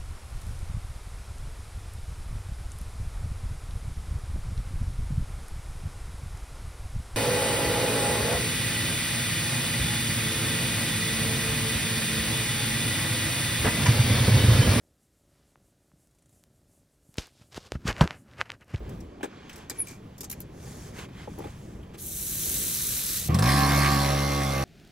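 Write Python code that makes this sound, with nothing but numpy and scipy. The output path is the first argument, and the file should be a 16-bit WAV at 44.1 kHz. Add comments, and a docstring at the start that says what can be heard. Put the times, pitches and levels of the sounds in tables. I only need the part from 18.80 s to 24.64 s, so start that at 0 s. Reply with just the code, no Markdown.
"""A small two-stroke kart engine catches, fires every other turn, climbs to a steady drone and pulls away.
Its firings make a low pressure hump, a buzz of shaft orders and puffs of gas that ring the pipe.
Before it, and ended by a cut, comes a pit lane: low outdoor rumble, rustling shoes and sleeves, metal
clicks, one squeak of a spring, then meat sizzling on a hot exhaust. All of it is heard on a phone."""
import sys
import numpy as np
from scipy import signal
from scipy.fft import rfft, irfft, next_fast_len
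from scipy.io import wavfile
from scipy.ndimage import uniform_filter1d

SR = 44100
rng = np.random.default_rng(int(sys.argv[2]) if len(sys.argv) > 2 else 0)


def store_pcm(level_fs):
    """Save levels as 16-bit WAV."""
    pcm = np.round(np.clip(level_fs, -1, 1) * 32767).astype(np.int16)
    wavfile.write(sys.argv[1], SR, np.atleast_2d(pcm).T)


N = 257544
T = np.arange(N) / SR


def amp(db):
    return 10 ** (np.asarray(db) / 20)


def unit(x):
    return x / np.sqrt(np.mean(x ** 2) + 1e-20)


def along(points, hz):
    """Read (Hz, value) points on a log frequency axis."""
    freqs, values = np.transpose(points)
    return np.interp(np.log(hz + 1), np.log(freqs + 1), values)


def curves(rows):
    """One value per sample for each column after the time."""
    times, *columns = np.transpose(rows)
    return [np.interp(T, times, column) for column in columns]


def span(rows):
    """A gate, open while a table lasts, with 3 ms edges."""
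    return np.clip(np.minimum(T - rows[0][0], rows[-1][0] + .003 - T) / .003, 0, 1)


def wobble(rate):
    """A random curve, rate knots a second."""
    knots = rng.standard_normal(int(N * rate / SR) + 4)
    return np.interp(T * rate, np.arange(len(knots)), knots)


def filtered(x, response):
    """Pass x through a complex frequency response."""
    size = next_fast_len(N + SR // 2)
    return irfft(rfft(x, size) * response(np.fft.rfftfreq(size, 1 / SR)), size)[..., :N]


def modes(table):
    """Causal response of a set of resonances, alternating in sign."""
    return lambda f: sum((-1) ** k * amp(db) * 1j * f * width / (hz * hz - f * f + 1j * f * width)
                         for k, (hz, width, db) in enumerate(table))


def rush(spectrum=((20, 0),), patchy_db=0, grit_db=0):
    """Stereo noise of rms 1 with patches of random gain; grit makes it spiky."""
    cells = signal.stft(rng.standard_normal((2, N)) * amp(grit_db * wobble(1500)), nperseg=512)[2]
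    patches = uniform_filter1d(uniform_filter1d(rng.standard_normal(cells.shape[1:]), 6, 0), 10, 1)
    pair = signal.istft(cells * amp(patchy_db * unit(patches)), nperseg=512)[1][:, :N]

    def colour_and_width(hz):
        angle = np.arccos(np.clip(ports(LIKENESS, hz), -1, 1)) / 2
        return amp(along(spectrum, hz)) * [np.cos(angle), np.sin(angle)]
    mid, side = filtered(pair, colour_and_width)
    return unit(np.array([mid + side, mid - side]))


def bursts(rows, colour, t60_s, pan_db=1):
    """A dying burst of grit at each (seconds, dB); positive pan leans left."""
    envelope, t = np.zeros(N + SR), np.arange(SR // 4) / SR
    for s, db in rows:
        envelope[round(s * SR):][:len(t)] += amp(db - 60 * t / t60_s) * (1 - np.exp(-t / 0.00082))
    return envelope[:N] * amp([[pan_db / 2], [-pan_db / 2]]) * rush(colour, patchy_db=3, grit_db=-2.5)


# Colours of the outdoor bed. 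Each row: frequency in Hz, relative level in dB.
RUMBLE = [(25, -30), (45, 16), (60, 18.5), (95, 14), (140, -42.5)]
DRONE = [(70, -2.5), (120, 8.5), (200, 5.5), (300, -41)]
TRAFFIC = [(130, -23.5), (220, -6.5), (326, -9), (371, -9.5), (642, -18.5), (868, -24.5), (1200, -28),
           (1460, -35), (5000, -56), (6500, -74), (11000, -120)]
# The bed's fader moves. Each row: time in seconds, rumble in dB, drone in dB.
AIR_LEVELS = [(0, -38.5, -50), (.13, -42, -38), (.24, -43, -42), (.32, -56, -60), (1.2, -58.5, -48),
              (1.8, -46.5, -47.5), (2.43, -51, -45.5), (2.7, -50, -43), (3.2, -48.5, -49),
              (3.85, -45, -43.5), (4.4, -49, -45.5), (4.45, -37, -39), (4.486, -35, -39)]
CUT_S = 4.486


def air():
    """Wind and far engines: a lumpy rumble and drone under dull traffic, up to the cut."""
    rumble_db, drone_db = curves(AIR_LEVELS)
    rumble = amp(rumble_db + 2.1 * wobble(7)) * rush(RUMBLE, patchy_db=-0.1)
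    drone = amp(drone_db + 1.6 * wobble(16)) * rush(DRONE, patchy_db=0.4)
    passing_db = 5.5 * np.exp(-T / 0.35)  # a pass dies away at the start
    traffic = amp(-49.5 + passing_db + 0.96 * wobble(2.74)) * rush(TRAFFIC, patchy_db=2)
    return span([(0,), (CUT_S,)]) * (rumble + drone + traffic)


# Colours of soles and sleeves. Each row: frequency in Hz, relative level in dB.
SCUFF = [(410, -33), (700, 1), (1400, -1.5), (3370, -4.5), (3930, -10), (6180, -16.5), (7000, -17.5),
         (9100, -31), (15400, -120)]
CLOTH = [(2500, -25), (4500, -3), (6500, 0), (9000, -4), (12000, -7), (14000, -12), (16300, -18)]
# Body moves. Each row: peak time, rise and fall in seconds, scuff in dB, cloth in dB.
STROKES = [(.1, .08, 0.1, -57, -72), (.62, 0.18, 0.27, -54.5, -85), (.79, 0.1, 0.064, -52.5, -61.5),
           (.97, 0.053, 0.074, -55, -56.5), (1.094, 0.043, 0.061, -54.5, -52),
           (1.56, 0.067, 0.086, -69, -65), (1.9, 0.12, 0.13, -57, -52.5), (2.07, 0.15, 0.048, -55, -53.5),
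           (2.2, 0.058, 0.032, -47, -50.5), (2.24, .03, 0.023, -47, -56),
           (2.431, 0.092, 0.037, -49.5, -61.5), (2.53, .07, 0.084, -60, -60.5),
           (2.62, 0.043, 0.17, -54, -59.5), (2.86, 0.17, 0.16, -69.5, -63), (3.148, .012, .015, -54, -59)]
STILL_SCUFF_DB, STILL_CLOTH_DB, RUSTLE_END_S = -61.5, -76, 3.184


def rustle():
    """Soles scuff on tarmac and jackets brush; each stroke swells and fades like a bell curve."""
    power = amp([[STILL_SCUFF_DB], [STILL_CLOTH_DB]]) ** 2
    for peak, rise, fall, *db in STROKES:
        swell = np.exp(-2 * ((T - peak) / np.where(T < peak, rise, fall)) ** 2)
        power = power + amp(db)[:, None] ** 2 * swell
    scuff_gain, cloth_gain = np.sqrt(power)
    scuff = scuff_gain * rush(SCUFF, patchy_db=1.1, grit_db=-1.5)
    cloth = cloth_gain * rush(CLOTH, patchy_db=1.5, grit_db=1.5)
    return span([(0,), (RUSTLE_END_S,)]) * (scuff + tool_ring(scuff) + cloth)


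# Resonances of a hand tool. Each row: pitch in Hz, width in Hz, gain in dB.
TOOL_MODES = [(1620, 120, -22.5), (2444, 125, 4), (3320, 56, -26), (4760, 120, 5), (6530, 80, -13)]


def tool_ring(contact):
    """Steel in the hand rings along when rubbed or struck."""
    return amp(2.5) * filtered(contact, modes(TOOL_MODES))


# Colours of a contact, from top edge down to thud. Each row: frequency in Hz, relative level in dB.
SPIT = [(8000, -14.5), (10500, -2), (12500, 4), (16000, -10.5)]
SNAP = [(3000, -9.5), (5000, 0), (7000, 5.5), (9500, -0.5), (12000, -51)]
RING = [(2000, -40), (2250, -6), (2330, 1), (2420, -6), (2700, -39)]
CLACK = [(700, -24), (1500, 2.5), (2400, 3.5), (4000, -5), (6000, -16)]
THUD = [(150, -19), (300, -0.5), (450, -6.5), (800, -3), (1300, -5), (2500, -58)]
# Steel on steel. Each row: start in seconds, level in dB, top edge in dB relative to that.
CLICKS = [(.0928, -54.5, 4.5), (.2033, -52, -3), (0.4296, -41.5, -18), (0.441, -46, -10), (.694, -49, -14),
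          (.7294, -46.5, -6), (.758, -50, 7), (.78, -53, -4), (0.8971, -29.5, 1.5), (1.0694, -44, 1),
          (1.0829, -44, -7), (1.11, -51, 0), (1.3796, -47.5, 3), (1.4064, -35.5, 5.5), (1.4312, -43, 0),
          (1.4417, -39, 1), (1.498, -36, 6.5), (1.5126, -36.5, 7.5), (1.5257, -52, 17), (1.603, -51, 19.5),
          (1.614, -53, 4), (2.5853, -53.5, 12.5), (2.7033, -56, -9), (3.1817, -54, 1)]
# Gloves and tools bump the can. Each row: start in seconds, blow in dB, hard edge in dB relative to that.
KNOCKS = [(0.4065, -22, -30), (0.4301, -9.5, -25.5), (.44, -10.5, -35), (0.453, -15.5, -40),
          (.694, -27, -13), (0.8977, -21, -20), (0.9105, -20.5, -28), (.997, -43, -5), (1.0694, -44, -10.5),
          (1.432, -27, -27), (1.5257, -36, -10), (1.87, -29, -22), (2.185, -22.5, -14.5),
          (2.2845, -37, -17.5), (2.4739, -17.5, -45), (2.5775, -22, -45), (2.588, -19, -40),
          (2.6006, -17, -50), (2.621, -21, -33), (2.64, -17.5, -28.5), (2.6544, -20, -37), (2.67, -23, -33),
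          (3.028, -57, 3), (3.1428, -31, -17)]
# A steel part hums on. Each row: start in seconds, level in dB.
RINGS = [(.9, -54), (.95, -57), (1.0, -56), (1.072, -48.5), (1.11, -54.5)]
# The hollow exhaust can. Each row: pitch in Hz, width in Hz, gain in dB.
CAN_MODES = [(320, 126, -5.5), (463, 45, -2), (547, 46, -3), (828, 68, -5.5), (1030, 370, -18.5)]


def taps():
    """Clicks ring the tool; knocks ring the hollow can, and their hard edge the tool."""
    snap = bursts([(s, db) for s, db, top in CLICKS], SNAP, t60_s=0.071)
    spit = bursts([(s, db + top) for s, db, top in CLICKS], SPIT, t60_s=0.047)
    clack = bursts([(s, db + edge) for s, db, edge in KNOCKS], CLACK, t60_s=0.08)
    blow = bursts([(s, db) for s, db, edge in KNOCKS], THUD, t60_s=0.028, pan_db=3.5)
    hum = bursts(RINGS, RING, t60_s=0.26)
    return hum + snap + spit + clack + tool_ring(snap + clack) + filtered(blow, modes(CAN_MODES))


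# The squeak's envelope. Each row: time in seconds, level in dB.
SQUEAK_LEVELS = [(0.97, -65), (0.994, -30.5), (1.014, -26.5), (1.06, -59)]
# The spring's tones. Each row: pitch in Hz, wavers a second, relative level in dB.
SPRING_TONES = [(10330, 60, 0), (10750, 300, -12), (9900, 400, -17), (11200, 400, -18)]


def squeak():
    """A spring slips over metal and whistles in a few narrow modes."""
    tones = sum(amp(db) * np.sin(2 * np.pi * hz * T + 3.8 * wobble(waver))
                for hz, waver, db in SPRING_TONES)
    level_db = curves(SQUEAK_LEVELS)[0] + 4.1 * wobble(370)
    return span(SQUEAK_LEVELS) * amp(level_db) * unit(tones) * amp([[.3], [-.3]])


# The sizzle's swell. Each row: time in seconds, fizz in dB, seethe in dB relative to the fizz.
FRY_LEVELS = [(3.17, -66.5, -33), (3.184, -48, -3), (3.216, -39.5, -15.5), (3.404, -33.5, -13.5),
              (3.672, -29, -11), (4.376, -30, -8), (4.482, -36, -7.5), (4.486, -37, -3)]
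# Its two colours. Each row: frequency in Hz, relative level in dB.
FIZZ = [(1760, -27.5), (3000, -14.5), (4040, -22), (4750, -38.5), (5710, -3), (10600, 0.5), (11700, 3),
        (13700, -2), (15700, -1), (15850, -40)]
SEETHE = [(410, -51), (700, -22), (900, -21.5), (1160, -12.5), (2740, -8.5), (3600, -4), (4040, -0.5),
          (4400, -4.5), (6000, -4.5), (7800, -36), (13200, -120)]


def frying():
    """Juice boils on hot steel: dense, spiky fizz over a duller seethe."""
    fizz_db, seethe_db = curves(FRY_LEVELS)
    fizz = rush(FIZZ, patchy_db=1, grit_db=2.5)
    seethe = rush(SEETHE, patchy_db=1, grit_db=2.5)
    return span(FRY_LEVELS) * amp(fizz_db) * (fizz + amp(seethe_db) * seethe)


# The revs. Each row: time in seconds, shaft turns a second.
REVS = [(4.486, 37.2), (4.55, 41), (4.584, 47), (4.61, 51.72), (4.648, 58.85), (4.704, 67.08),
        (4.756, 70.2), (5.01, 70.8), (5.266, 69.4), (5.598, 70), (5.84, 66.5)]
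# The engine's fader. Each row: time in seconds, level in dB, rasp in dB relative to that.
EXHAUST_LEVELS = [(4.486, -32, -8), (4.496, -26, -8), (4.53, -29.5, -8), (4.546, -24.5, -4),
                  (4.576, -27, -4), (4.614, -23, -5), (4.684, -25.5, -1.5), (4.74, -25.5, -4.5),
                  (4.884, -27.5, 2), (4.986, -26, -1.5), (5.058, -27, 3.5), (5.112, -27, -3),
                  (5.376, -30.5, -2), (5.84, -32.5, -4.5)]
# The engine settles. Each row: time in seconds, evenness from 0 to 1.
SETTLING = [(4.486, 0), (4.6, .15), (4.68, 1), (5.84, 1)]
# The kart pulls away. Each row: time in seconds, share of the far colour from 0 to 1.
LEAVING = [(4.486, 0.17), (5.1, 0.17), (5.3, 0.85), (5.84, 1)]
# The first firings, every other turn. Each row: start in seconds, pop in dB.
FIRST_FIRINGS = [(4.5445, -26), (4.588, -24.5), (4.6238, -26)]
# Colours of cranking gears and gas, low roar and pops. 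Each row: frequency in Hz, relative level in dB.
CRANK = [(240, -34), (400, -2), (791, 0), (894, -14), (1120, 1.5), (1410, -17), (2150, -13), (15000, -42)]
ROAR = [(30, -35.5), (60, -15), (150, 12.5), (350, 4.5), (600, -23.5)]
POP = [(300, -12), (500, 5.5), (1100, 5), (2000, -4.5), (3500, -4.5), (5300, -9), (9000, -6.5),
       (15000, -17)]
SPEED, EVEN, AWAY = curves(REVS)[0], curves(SETTLING)[0], curves(LEAVING)[0]
EXHAUST_DB, RASP_DB = curves(EXHAUST_LEVELS)


def engine():
    """A two-stroke cranks, catches with separate pops, then fires once a turn."""
    turns = np.cumsum(SPEED * span(REVS)) / SR + .14
    kicks = firings(turns)
    running = pressure_hump(turns) + buzz(turns) + gas_puffs(kicks) + piston_tick(kicks)
    crank = amp(-35) * (1 - EVEN) * rush(CRANK, patchy_db=1)
    roar = amp(EXHAUST_DB + by_stage(-7, -9.5, -13)) * rush(ROAR, patchy_db=3.5)
    pops = bursts(FIRST_FIRINGS, POP, t60_s=0.095, pan_db=0)
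    return span(REVS) * (running + crank + roar) + pops


def by_stage(catching, near, leaving):
    """Crossfade a setting through the three stages of the run."""
    return (1 - EVEN) * catching + EVEN * ((1 - AWAY) * near + AWAY * leaving)


def unit_at_speed(x):
    """Scale to rms 1 over the steady drone."""
    return x / np.sqrt(np.mean(x[..., T > 4.8] ** 2))


def firings(turns):
    """One impulse of slightly random strength for each ignition."""
    first_s = np.transpose(FIRST_FIRINGS)[0]
    new_turn = np.flatnonzero(np.diff(np.floor(turns))) + 1
    fired = np.r_[np.round(first_s * SR).astype(int), new_turn[T[new_turn] > first_s[-1] + .01]]
    kicks = np.zeros(N)
    kicks[fired] = amp(rng.standard_normal(200)[:len(fired)])
    return kicks


# The silencer's low colour. Each row: frequency in Hz, gain in dB.
BOOM = [(38, -25), (50, -17), (62, -4), (70, -3.5), (78, 4), (113, 1.5), (140, 1), (170, -3.5), (210, -7.5),
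        (280, -6.5)]


def pressure_hump(turns):
    """The four lowest shaft orders add up to one pressure hump that peaks late in the turn."""
    level_db = EXHAUST_DB + by_stage(-1.5, 0, 2.4)
    hump = 0
    for order in range(1, 5):
        thinning_db = AWAY * order  # 1 dB per order once far
        db = level_db - thinning_db + along(BOOM, order * SPEED) + 0.43 * order * wobble(12)
        hump += np.sqrt(2) * amp(db) * np.cos(2 * np.pi * order * (turns - .55) + .5 * wobble(5))
    return hump


# The pipe's colour, near and far. Each row: shaft order at cruising speed, relative level in dB.
NEAR_ORDERS = [(1, -3), (2, 0), (3, 21.5), (4, -17), (5, -16), (6, -41), (7, -25.5), (8, -22), (9, -24),
               (10, -13.5), (11, -10.5), (12, -27), (13, -19.5), (14, -16), (15, -8.5), (16, -9.5),
               (17, -14), (18, -21), (19, -24), (20, -41), (21, -43)]
FAR_ORDERS = [(1, -4), (2, 13), (3, 2), (4, -7), (5, -14.5), (6, -17.5), (7, -11), (8, -6), (9, -15.5),
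              (10, -20), (11, -10), (12, -18), (13, -31), (14, -22), (15, -35), (16, -8.5), (17, -20.5),
              (18, -17), (19, -32), (20, -30), (21, -25), (22, -21), (23, -20), (24, -35), (25, -39),
              (26, -21), (27, -43), (28, -45), (29, -26), (30, -10.5), (31, -22), (32, -46)]
# Parts that sing at their own pitch. Each row: pitch in Hz, relative level in dB.
PANELS = [(1590, 2.5), (1728, 1.5), (1842, -3.5), (2150, -2)]
CRUISE_HZ = 70


def buzz(turns):
    """Higher shaft orders slide through the pipe's colour, each wavering alone; panels sing while near."""
    orders = 0
    for order in range(5, 33):
        near_db, far_db = (np.interp(order * SPEED / CRUISE_HZ, *np.transpose(colour), right=-34)
                           for colour in (NEAR_ORDERS, FAR_ORDERS))
        db = (1 - AWAY) * near_db + AWAY * far_db + 3.24 * wobble(12) + (RASP_DB + 4) * (order > 20)
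        orders += amp(db) * np.sin(2 * np.pi * (order * turns + rng.random()) + 0.44 * wobble(12))
    panels = sum(amp(db + 2.9 * wobble(16)) * np.sin(2 * np.pi * hz * T + 1.76 * wobble(25))
                 for hz, db in PANELS)
    return amp(EXHAUST_DB - 1) * EVEN * (unit_at_speed(orders) + amp(RASP_DB - 8.5) * (1 - AWAY) * panels)


# Colours of the exhaust gas. Each row: frequency in Hz, relative level in dB.
BARK = [(150, -21), (250, -10), (408, -12.5), (764, -9.5), (902, -23), (1130, -17), (1400, -15.5),
        (1820, -58), (3080, -120)]
RASP = [(820, -23), (1400, -9.5), (1960, -5.5), (2100, -6.5), (2300, -8), (3500, -16.5), (4550, -43),
        (7700, -120)]
HISS = [(1470, -52), (2500, -2.5), (3210, -15.5), (4300, 2.5), (5480, -4.5), (7860, -8.5), (11500, -4.5),
        (15200, -12.5), (16300, -42)]
# Resonances of casing and pipe. Each row: pitch in Hz, width in Hz, relative gain in dB.
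CASING_MODES = [(3550, 740, -2.5), (4350, 140, -2), (5530, 400, -3)]
PIPE_MODES = [(777, 34, 0.5), (1082, 100, -1), (707, 24, -8), (1010, 73, -5.5)]
PUFF_DECAY_S = 0.014


def gas_puffs(kicks):
    """Every firing blows a fading puff of gas noise, with casing clatter and a ringing pipe."""
    decays = signal.lfilter([.02], [1, -np.exp(-1 / (PUFF_DECAY_S * SR))], kicks)
    puff = unit_at_speed(0.016 * EVEN ** 3 + decays)
    bark = amp(-8.5) * (rush(BARK, patchy_db=0.5) + amp(RASP_DB + 3) * rush(RASP, patchy_db=3))
    hiss = amp(by_stage(-7, -4.5, -7.5)) * rush(HISS, patchy_db=2.5)
    clatter_db = by_stage(-10, -13, -9) + 1.8 * wobble(12)
    clatter = amp(clatter_db) * unit(filtered(rush(patchy_db=2.5), modes(CASING_MODES)))
    pipe = unit(filtered(rush(patchy_db=-2.5), lambda hz: modes(PIPE_MODES)(hz) ** 2))
    return amp(EXHAUST_DB) * puff * (bark + hiss + clatter + amp(-5 - 7.7 * EVEN) * pipe)


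def piston_tick(kicks, near_hz=5170, far_hz=5860, t60_s=0.013):
    """The piston ticks in the casing, ringing for a few milliseconds after each firing."""
    last_firing = np.maximum.accumulate(np.where(kicks > 0, np.arange(N), 0))
    age = T - T[last_firing]
    hz = near_hz + (far_hz - near_hz) * AWAY[last_firing]
    level_db = EXHAUST_DB + by_stage(5, 2.5, 2.5) - 60 * age / t60_s
    attack = 1 - np.exp(-age / 0.00053)
    return kicks[last_firing] * amp(level_db) * attack * np.sin(2 * np.pi * hz * age)


def scene():
    return air() + rustle() + taps() + squeak() + frying() + engine()


# The phone's two microphone ports. Each row: frequency in Hz, likeness in a wide field from 0 to 1,
# left over right in dB, phase lead of the right in radians.
PORTS = [(64.3, 1, 0, 0.061), (172, 1, 1, 0.041), (342, 0.98, 1.5, 0.53), (633, 0.95, -5, 1.48),
         (865, 0.37, -3, 0.81), (1100, 0.19, -8.5, 0.78), (1310, 0.99, -4.5, 1.45), (1750, 0.96, 0, 0),
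         (2450, 0.97, 0, 0.65), (2870, 1, -1, 1.41), (3820, 0.89, -1, 0.57), (4670, 0.43, 0.5, 0.0071),
         (6350, 0.43, 0, 0.71), (14800, 0.98, 0, 1.63)]
LIKENESS, BALANCE, LEAD = 1, 2, 3
TOP_HZ = 15900


def ports(column, hz):
    """One column of the microphone table, read at hz."""
    return along([(row[0], row[column]) for row in PORTS], hz)


def record(dry):
    """The two ports differ in strength and phase; the phone keeps nothing above its band limit."""
    def response(hz):
        side = np.array([[.5], [-.5]])
        return amp(side * ports(BALANCE, hz)) * np.exp(-1j * side * ports(LEAD, hz)) * (hz < TOP_HZ)
    return filtered(dry, response)


dry = scene()
out = record(dry)
store_pcm(out)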